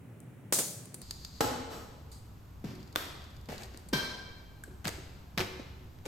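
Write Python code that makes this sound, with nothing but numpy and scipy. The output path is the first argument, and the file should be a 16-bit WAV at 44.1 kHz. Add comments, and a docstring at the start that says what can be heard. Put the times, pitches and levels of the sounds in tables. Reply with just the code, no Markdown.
"""A thin, steady hum comes first, coloured noise that abruptly turns deeper and wider after a second.
Over it an air chuck ticks, spits and whistles on a tyre valve: short noise bursts through resonances.
The tyre bead bangs onto its steel rim: noise and damped modes. Boots approach on gritty concrete:
sagging thuds and grainy noise. An inflator clacks on the floor, fittings rattle, soles scuff, and a
steel tool rings in beating modes. A diffuse hall tail answers all but the hum and the steady valve flow."""
import sys
import numpy as np
from scipy import signal
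from scipy.fft import rfft, irfft, next_fast_len
from scipy.io import wavfile
from scipy.ndimage import uniform_filter1d

SR = 44100
rng = np.random.default_rng(int(sys.argv[2]) if len(sys.argv) > 2 else 0)


def put_to_file(sound):
    """Save the sound as 16-bit audio at rate SR, in the file named by the first command-line argument."""
    columns = np.atleast_2d(sound).T  # one column per channel
    safe = np.clip(columns, -1, 1)
    whole_steps = np.round(safe * 32767)
    wavfile.write(sys.argv[1], SR, whole_steps.astype(np.int16))


N = 267907
T = np.arange(3 * SR // 2) / SR  # time axis of one event [s]

# Spectrum levels are relative: noise and bursts are normalised after shaping.
# background before and after the opening: (frequency [Hz], level [dB])
HUM_THIN_SPECTRUM = [(20, -45), (60, -20), (115, 1), (250, -9), (500, -18.5), (1000, -28.5), (2300, -31),
                     (4800, -48.5), (8000, -42.5), (16000, -47)]
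HUM_DEEP_SPECTRUM = [(20, -6), (40, -12.5), (62, 3.5), (130, -5), (250, -14), (500, -24), (1000, -24),
                     (2000, -34), (4500, -38), (8000, -42), (16000, -38.5)]
HUM_THIN_DB, HUM_DEEP_DB = -50, -49.5
OPEN_S, OPEN_RAMP_S = 1.03, 0.0068  # when the sound deepens and widens

# left-right likeness before and after the opening, clipped to +-1: (frequency [Hz], likeness [1])
NARROW_LIKENESS = [(100, 1), (1000, 0.59), (4000, 0.16), (8000, 0.3), (14000, .9)]
WIDE_LIKENESS = [(100, 0.95), (280, 0.79), (550, 0.54), (1100, 0.062), (2500, 0.46), (5000, 0.31),
                 (7300, 0.76), (8700, -0.27), (9500, -1.09), (10500, -0.94), (11500, 0.12), (12800, .97),
                 (15000, -0.93)]
# workshop reverberation: (frequency [Hz], t60 [s])
HALL_DECAY = [(100, 0.41), (400, 1.29), (1200, 1.085), (4000, 1.11), (8000, 0.76), (15000, 0.38)]
BAND_LIMIT_HZ = 16200

# small brass contacts of chuck and hose: (time [s], level [dB], brightness [0-1], t60 [s])
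TICK_EVENTS = [(.203, -43, 1, 0.0078), (.856, -38, 0.75, 0.012), (.943, -31.5, 0.78, 0.028),
               (1.017, -33.5, 0.99, 0.0079), (1.109, -23, 0.28, 0.015), (1.248, -29, 0.1, 0.016),
               (2.116, -48, 0.5, 0.35), (3.58, -35.5, 0.06, 0.014), (3.633, -37.5, 0.3, 0.033),
               (3.774, -31, 0.48, 0.006), (3.887, -42.5, 0.77, 0.038), (4.879, -17.5, 0.36, 0.0073)]
# bright metal click: (frequency [Hz], level [dB])
BRIGHT_SPECTRUM = [(1000, -4), (5000, -10), (8700, 10), (11000, 2), (16000, -11.5)]
# valve body: (frequency [Hz], level [dB])
VALVE_SPECTRUM = [(500, -6), (3000, -5.5), (4000, 6.5), (4700, 12.5), (5700, -2.5), (6600, 3.5), (8500, -5),
                  (15000, -8.5)]
TICK_ROOM_DB = -8.5
# faint rattle of the hose fittings while carried
RATTLE_FROM_S, RATTLE_TO_S, RATTLE_T60_S = 2.66, 3.8, 0.025
RATTLE_DB, RATTLE_SPREAD_DB = -50, 2.5

# air spitting from the chuck: (time [s], hiss [dB], puff [dB], t60 shared by hiss and puff [s])
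SPIT_EVENTS = [(.524, -13.5, -19, 0.028), (.531, -24.5, -36.5, 0.48), (0.586, -23, -30, 0.11)]
# hiss of the jet: (frequency [Hz], level [dB])
JET_SPECTRUM = [(300, -48), (1200, -30), (2900, -8), (3900, -0.5), (5500, 2), (6800, 2.5), (8400, 6.5),
                (11000, 0), (16000, -6.5)]
# whistling in the chuck: (frequency [Hz], width [Hz], level [dB])
JET_RESONANCES = [(6120, 50, 11), (6795, 50, 11), (7130, 140, 7), (8310, 70, 7), (8515, 50, 7),
                  (9735, 50, 7), (12940, 60, 8)]
# low puff: (frequency [Hz], level [dB])
PUFF_SPECTRUM = [(40, -35), (120, -6.5), (350, 2.5), (580, 1.5), (850, -5.5), (2200, -7.5), (5000, -20)]
# air through the valve, before flutter: (time [s], level [dB])
FLOW_ENVELOPE = [(1.015, -54.5), (1.059, -58), (1.2, -57), (1.391, -57.5), (1.42, -80)]
FLUTTER_DB = 1.5  # spread of the wavering

# bead snaps on, then the rubber settles:
# (time [s], ring [dB], crack [dB], rise [s], crack t60 [s], room [dB])
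BEAD_EVENTS = [(1.406, -27, -9.5, 0.0036, 0.029, 1.5), (1.7, -60, -32, 0.045, 0.3, -2)]
# lowest rim modes: (frequency [Hz], level [dB], t60 [s])
RIM_MODES = [(95, -2.5, 0.12), (246, 2, 0.11), (271, -3, 0.18), (443.6, -3, 0.13), (858, 3.5, 0.077)]
# crack of the bead: (frequency [Hz], level [dB])
CRACK_SPECTRUM = [(40, -11.5), (110, 3.5), (260, 2), (500, 3.5), (900, -1.5), (1400, -1.5), (2300, -10),
                  (5000, -10.5), (9000, -14), (16000, -17.5)]
# steel rim under the rubber: (frequency [Hz], width [Hz], level [dB])
RIM_RESONANCES = [(250, 60, 4), (450, 70, 2), (670, 60, 3), (852, 60, 5), (1001, 50, 5), (1270, 110, 5),
                  (3004, 60, 7), (3978, 60, 7), (4500, 120, 6), (5470, 80, 7), (7750, 120, 7)]

# boots on concrete: (time [s], heel [dB], settled heel pitch [Hz], grit [dB], forefoot [dB])
STEP_EVENTS = [(2.641, -35, 99.8, -48, -54.5), (3.487, -40.5, 103, -42.5, -51),
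               (3.928, -28, 125, -36, -44.5), (4.677, -48.5, 168, -64, -53),
               (4.857, -36, 87.6, -40.5, -50.5), (5.375, -33.5, 88, -27, -29),
               (6.058, -39, 185, -56.5, -47)]
# light boot taps and short cracks of grit underfoot:
# (time [s], level [dB], settled pitch [Hz], grit [dB])
TAP_EVENTS = [(3.745, -46, 128, -36.5), (4.8539, -43, 133, -16.5), (4.982, -40.5, 136, -53),
              (5.595, -35, 106, -56), (5.987, -78, 130.4, -44)]
# slap of the sole: (frequency [Hz], level [dB])
SOLE_SPECTRUM = [(40, -6.5), (140, -3.5), (420, -3.5), (800, -13), (1600, -42.5), (4000, -31),
                 (12000, -40.5)]
# crushed grit: (frequency [Hz], level [dB])
GRIT_SPECTRUM = [(300, -1), (900, 0.5), (1600, 2.5), (2700, -1), (3500, -3.5), (5000, -3.5), (7000, -13.5),
                 (16000, -17)]
# distance of the walker: (time [s], distance [m])
WALKER_DISTANCE = [(2.6, 7.9), (3.5, 5.1), (4.8, 2.77), (6, 0.84)]
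ROOM_AT_1M_DB = -12
THUD_ROOM_DB = -7.5  # the low thud wakes the hall less than the grit does
HEEL_PRESS_S, TAP_PRESS_S = 0.031, 0.0086
SAG_RATIO, SAG_S = 2.17, 0.0105  # a thud starts high by this share of its settled pitch
SLAP_DB, SLAP_T60_S = -5, 0.11  # relative to the thud's note
GRIT_T60_S, TAP_GRIT_T60_S = 0.18, 0.0067
ROLL_S, HOLLOW_HZ, HOLLOW_T60_S = 0.024, 371, 0.18  # forefoot follows the heel with a hollow note
FOREFOOT_SLAP_DB = -4  # relative to the hollow note
TOE_S, TOE_DB, TOE_T60_S = 0.034, -4.5, 0.098  # toe crushes the grit again, relative to the first crush

# inflator and hose clack on the floor: (time [s], level [dB], t60 [s], room [dB], ping [dB])
CLACK_EVENTS = [(2.9537, -31, 0.0053, 11.5, -56), (2.959, -15, 0.0089, -0.5, -14.5)]
# clack: (frequency [Hz], level [dB])
CLACK_SPECTRUM = [(80, -15), (320, 10), (650, 3), (1000, 0.5), (1900, 1), (3000, -3.5), (4500, -3),
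                  (7000, -7.5), (16000, -6.5)]
# inflator body: (frequency [Hz], width [Hz], level [dB])
INFLATOR_RESONANCES = [(1080, 200, 5), (1280, 120, 4), (1560, 150, 5), (3520, 1000, 7)]
# brief ring of the nozzle: (frequency [Hz], level [dB], t60 [s])
NOZZLE_MODES = [(1180, 0, 0.012), (1480, -8, 0.02), (3370, -2.5, 0.0067), (3590, 3, 0.0096)]

# soles dragged over grit: (time [s], length [s], rub [dB], grit [dB])
SCUFF_EVENTS = [(3.485, 0.076, -46, -51), (3.58, 0.085, -53.5, -51), (4.844, 0.013, -54, -38.5),
                (4.868, 0.029, -44.5, -38.5), (6.051, 0.027, -48.5, -44)]
# rubbing rubber: (frequency [Hz], level [dB])
RUB_SPECTRUM = [(100, -20), (300, -14), (550, -10.5), (850, -13), (1300, -66.5), (5000, -39)]
# rolling sand: (frequency [Hz], level [dB])
SAND_SPECTRUM = [(500, -1), (1300, -1), (2200, -2), (5500, -8), (8000, -7), (16000, -18)]

# steel tool struck and free, later knocked while held: (time [s], ring [dB], knock [dB], click [dB],
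# share of free t60 [1], contact cut-off [Hz], room [dB])
CLANG_EVENTS = [(3.932, -31, -25.5, -32, 0.4, 12000, 2), (4.637, -22, -57, -37, 0.021, 1560, -7.5)]
# modes of the steel tool: (frequency [Hz], level [dB], free t60 [s])
STEEL_MODES = [(990, -4, .13), (1573, .5, .66), (2313, -2, .62), (3166, -3.5, .48), (3777, -9, .2),
               (4099, -.5, .5), (4883, -11, .18), (7381, -16, .25)]
# knock: (frequency [Hz], level [dB])
KNOCK_SPECTRUM = [(80, -19), (200, -30), (450, 9), (800, 2.5), (1400, 4.5), (2700, -3.5), (4200, 3.5),
                  (5500, 3.5), (7000, -10), (16000, -12)]
# knock resonances: (frequency [Hz], width [Hz], level [dB])
KNOCK_RESONANCES = [(293, 38, 6), (999, 92, 6.5)]


def amp(db):
    """Decibels to gain."""
    return 10 ** (np.asarray(db) / 20)


def along(points, hz):
    """Interpolate (frequency, value) points on a log frequency axis."""
    point_hz, value = np.transpose(points)
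    return np.interp(np.log(hz + 1), np.log(point_hz + 1), value)


def filtered(x, response):
    """x shaped by a response that is a function of frequency."""
    size = next_fast_len(x.shape[-1] + 4096)
    spectrum = rfft(x, size) * response(np.fft.rfftfreq(size, 1 / SR))
    return irfft(spectrum, size)[..., :x.shape[-1]]


def noise(spectrum, size):
    """Coloured stereo noise of rms 1."""
    white = rng.standard_normal((2, size))
    x = filtered(white, lambda hz: amp(along(spectrum, hz)))
    return x / np.sqrt(np.mean(x ** 2))


def opening():
    """Goes from 0 to 1 as the sound deepens and widens."""
    return np.clip((np.arange(N) / SR - OPEN_S) / OPEN_RAMP_S + 0.5, 0, 1)


def hum():
    """Rumble of distant machinery: steady coloured noise, thin and then deep."""
    deep = opening()
    thin_hum = amp(HUM_THIN_DB) * noise(HUM_THIN_SPECTRUM, N)
    deep_hum = amp(HUM_DEEP_DB) * noise(HUM_DEEP_SPECTRUM, N)
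    return (1 - deep) * thin_hum + deep * deep_hum


def fade(t60, rise):
    """A quick rise (time constant) and an exponential decay, both in seconds."""
    decay = amp(-60 * T / max(t60, 0.002))
    return decay * (1 - np.exp(-T / max(rise, 1e-5)))


def causal(gain):
    """Minimum-phase response: this magnitude at rms 1, ringing only after it is struck."""
    cepstrum = irfft(np.log(gain / np.sqrt(np.mean(gain ** 2))))
    half = len(cepstrum) // 2
    folded = np.r_[cepstrum[0], 2 * cepstrum[1:half]]
    return np.exp(rfft(folded, len(cepstrum)))


def burst(spectrum, t60, rise, resonances=()):
    """Dying noise, its spectrum evened out, through a body of given spectrum and resonances."""
    z = rfft(rng.standard_normal((2, len(T))) * fade(t60, rise))
    power = np.abs(z) ** 2
    smooth_bins = int(5 / max(t60, 0.005)) + 1
    z *= np.sqrt(power.mean() / uniform_filter1d(power, smooth_bins))
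    hz = np.fft.rfftfreq(len(T), 1 / SR)
    body_db = along(spectrum, hz)
    for centre, width, db in resonances:
        body_db = body_db + db / (1 + (2 * (hz - centre) / width) ** 2)
    mid, side = irfft(z * causal(amp(body_db))) * (T < 1)
    return np.array([mid + side, mid - side]) / np.sqrt(2)


def ring(modes, rise):
    """Damped modes, each reaching the two microphones a quarter cycle apart."""
    apart = np.array([[0], [np.pi / 2]])
    out = np.zeros((2, len(T)))
    for hz, db, t60 in modes:
        phase = 2 * np.pi * (hz * T + rng.random()) + apart
        out += amp(db) * fade(t60, rise) * np.sin(phase)
    return out


def hall(x, build=0.0045):
    """The workshop's answer: a diffuse tail that builds up, then decays at its own rate in each band."""
    hz, t, z = signal.stft(rng.standard_normal((2, len(T))), SR, nperseg=256)
    decay = amp(-60 * t / along(HALL_DECAY, hz)[:, None]) * (1 - np.exp(-t / build))
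    decay /= np.sqrt(np.mean(decay ** 2, axis=1, keepdims=True) * len(T))
    tail = signal.istft(z * decay, SR, nperseg=256)[1]
    return signal.fftconvolve(x, tail, axes=1)[:, :len(T)]


def add(track, s, sound, room_db):
    """Put a sound and its reverberation on the track at time s."""
    echo = hall(sound.sum(axis=0, keepdims=True) / np.sqrt(2))
    part = track[:, round(s * SR):][:, :len(T)]
    part += (sound + amp(room_db) * echo)[:, :part.shape[1]]


def later(sound, s):
    """The sound delayed by s seconds."""
    return np.pad(sound, ((0, 0), (round(s * SR), 0)))[:, :len(T)]


def tick(brightness, t60):
    """One brass contact; a sharper touch moves it from the valve's body to a bright click."""
    bright = np.clip(brightness, 0, 1)
    body = burst(VALVE_SPECTRUM, t60, rise=0.00037)
    click = burst(BRIGHT_SPECTRUM, t60, rise=0.00013)
    return (1 - bright) * body + bright * click


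def ticks(count=22):
    """Small brass parts click against the valve, then rattle at random as the hose is carried."""
    out = np.zeros((2, N))
    for s, db, brightness, t60 in TICK_EVENTS:
        add(out, s, amp(db) * tick(brightness, t60), TICK_ROOM_DB)
    rattle = np.zeros((2, len(T)))
    for k, (when, brightness) in enumerate(rng.random((count, 2))):
        delay_s = (RATTLE_TO_S - RATTLE_FROM_S) * (k + when) / count
        db = RATTLE_DB + RATTLE_SPREAD_DB * rng.standard_normal()
        rattle += later(amp(db) * tick(brightness / 2, RATTLE_T60_S), delay_s)
    add(out, RATTLE_FROM_S, rattle, TICK_ROOM_DB)
    return out


def air(count=150):
    """The chuck spits and whistles, then air sings quietly and unevenly through the valve."""
    out = np.zeros((2, N))
    for s, hiss_db, puff_db, t60 in SPIT_EVENTS:
        hiss = amp(hiss_db) * burst(JET_SPECTRUM, t60, rise=0.0022, resonances=JET_RESONANCES)
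        puff = amp(puff_db) * burst(PUFF_SPECTRUM, t60, rise=0.00083)
        add(out, s, hiss + puff, room_db=-14.0)
    s, db = np.transpose(FLOW_ENVELOPE)
    flow = np.interp(np.arange(N) / SR, s, amp(db), left=0, right=0)
    waver = np.interp(np.arange(N), np.linspace(0, N, count), rng.standard_normal(count))
    flutter = amp(FLUTTER_DB * waver)
    return out + flutter * flow * noise(VALVE_SPECTRUM, N)


def bead():
    """The bead slaps the rim, whose modes the rubber damps quickly."""
    out = np.zeros((2, N))
    for s, ring_db, crack_db, rise, t60, room_db in BEAD_EVENTS:
        rim = amp(ring_db) * ring(RIM_MODES, rise)
        crack = amp(crack_db) * burst(CRACK_SPECTRUM, t60, rise, RIM_RESONANCES)
        add(out, s, rim + crack, room_db)
    return out


def walker_room_db(s):
    """The nearer the walker, the drier the sound."""
    distance_m = np.interp(s, *np.transpose(WALKER_DISTANCE))
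    return ROOM_AT_1M_DB + 20 * np.log10(distance_m)


def thud(hz, press_s):
    """Rubber lands: a low note that sags while the boot presses down, and the slap of the sole."""
    pitch_hz = hz * (1 + SAG_RATIO * np.exp(-T / SAG_S))
    pressure = (1 - np.exp(-T / 0.0012)) * np.exp(-(T / press_s) ** 2)
    note = pressure * np.sin(2 * np.pi * np.cumsum(pitch_hz) / SR)
    return note + amp(SLAP_DB) * burst(SOLE_SPECTRUM, SLAP_T60_S, rise=0.00054)


def grains(rough_db, size):
    """A gain of rms 1 that jumps from grain to grain, each size samples long."""
    levels = rng.standard_normal(len(T) // size + 1)
    gain = amp(rough_db * np.repeat(levels, size)[:len(T)])
    return gain / np.sqrt(np.mean(gain ** 2))


def crunch(t60):
    """Grit crushed under a sole: a noise burst broken into grains."""
    return grains(rough_db=6.0, size=48) * burst(GRIT_SPECTRUM, t60, rise=0.0007)


def boots():
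    """Every step rolls from heel to forefoot to toe, among light boot taps and short cracks of grit."""
    out = np.zeros((2, N))
    hollow = np.sin(2 * np.pi * HOLLOW_HZ * T) * fade(HOLLOW_T60_S, rise=0.0013)
    for s, heel_db, heel_hz, grit_db, forefoot_db in STEP_EVENTS:
        slap = amp(FOREFOOT_SLAP_DB) * burst(SOLE_SPECTRUM, t60=0.22, rise=0.0024)
        forefoot = amp(forefoot_db) * (hollow + slap)
        toe = amp(TOE_DB) * later(crunch(TOE_T60_S), TOE_S)
        grit = amp(grit_db) * (crunch(GRIT_T60_S) + toe)
        room_db = walker_room_db(s)
        add(out, s, amp(heel_db) * thud(heel_hz, HEEL_PRESS_S), room_db + THUD_ROOM_DB)
        add(out, s, grit + later(forefoot, ROLL_S), room_db)
    for s, db, hz, grit_db in TAP_EVENTS:
        room_db = walker_room_db(s)
        add(out, s, amp(db) * thud(hz, TAP_PRESS_S), room_db + THUD_ROOM_DB)
        add(out, s, amp(grit_db) * burst(GRIT_SPECTRUM, TAP_GRIT_T60_S, rise=0.00052), room_db)
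    return out


def inflator():
    """Hard clacks through the inflator's body set off the hall, with a short ping of the nozzle."""
    out = np.zeros((2, N))
    for s, db, t60, room_db, ping_db in CLACK_EVENTS:
        clack = burst(CLACK_SPECTRUM, t60, rise=0.00027, resonances=INFLATOR_RESONANCES)
        add(out, s, amp(db) * clack, room_db)
        add(out, s, amp(ping_db) * ring(NOZZLE_MODES, rise=0.00062), room_db=-15)
    return out


def scuffs():
    """Rubber rubs in uneven slips while sand rolls under it."""
    out = np.zeros((2, N))
    for s, length_s, rub_db, grit_db in SCUFF_EVENTS:
        stroke = np.sqrt(np.abs(np.sin(np.pi * np.minimum(T / length_s, 1))))
        rub = amp(rub_db) * grains(rough_db=2.5, size=200) * noise(RUB_SPECTRUM, len(T))
        sand = amp(grit_db) * grains(rough_db=4.5, size=90) * noise(SAND_SPECTRUM, len(T))
        add(out, s, stroke * (rub + sand), room_db=-8)
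    return out


def tools():
    """Steel modes ring on when free and stop at once when held; a soft contact wakes only the low ones."""
    out = np.zeros((2, N))
    for s, ring_db, knock_db, click_db, free, cut_hz, room_db in CLANG_EVENTS:
        modes = []
        for hz, db, free_t60 in STEEL_MODES:
            contact_loss_db = 10 * np.log10(1 + (hz / cut_hz) ** 10)
            modes.append((hz, db - contact_loss_db, free_t60 * free))
        # a bar that is not quite round has a twin for each mode, and the two beat
        twins = [(hz + rng.uniform(9, 15), db - 5, t60) for hz, db, t60 in modes]
        steel = amp(ring_db) * ring(modes + twins, rise=0.0046)
        knock = burst(KNOCK_SPECTRUM, t60=0.09, rise=0.00085, resonances=KNOCK_RESONANCES)
        click = burst(BRIGHT_SPECTRUM, t60=0.018, rise=0.00034)
        add(out, s, steel + amp(knock_db) * knock + amp(click_db) * click, room_db)
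    return out


def scene():
    """All sources, the work a little to the left of the hum."""
    work = ticks() + air() + bead() + boots() + inflator() + scuffs() + tools()
    left_right_db = [[0.6], [-0.6]]
    return hum() + work * amp(left_right_db)


def image(x, alike):
    """Share each frequency between mid and side by its left-right likeness."""
    def likeness(hz):
        """Left-right likeness at each frequency."""
        return np.clip(along(alike, hz), -1, 1)

    mid = filtered((x[0] + x[1]) / 2, lambda hz: np.sqrt(1 + likeness(hz)))
    side = filtered((x[0] - x[1]) / 2, lambda hz: np.sqrt(1 - likeness(hz)))
    return np.array([mid + side, mid - side])


def record(dry):
    """The stereo image widens after a second; a steep low-pass ends the band."""
    wide = opening()
    pair = (1 - wide) * image(dry, NARROW_LIKENESS) + wide * image(dry, WIDE_LIKENESS)
    return filtered(pair, lambda hz: 1 / np.sqrt(1 + (hz / BAND_LIMIT_HZ) ** 120))


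dry = scene()
out = record(dry)
put_to_file(out)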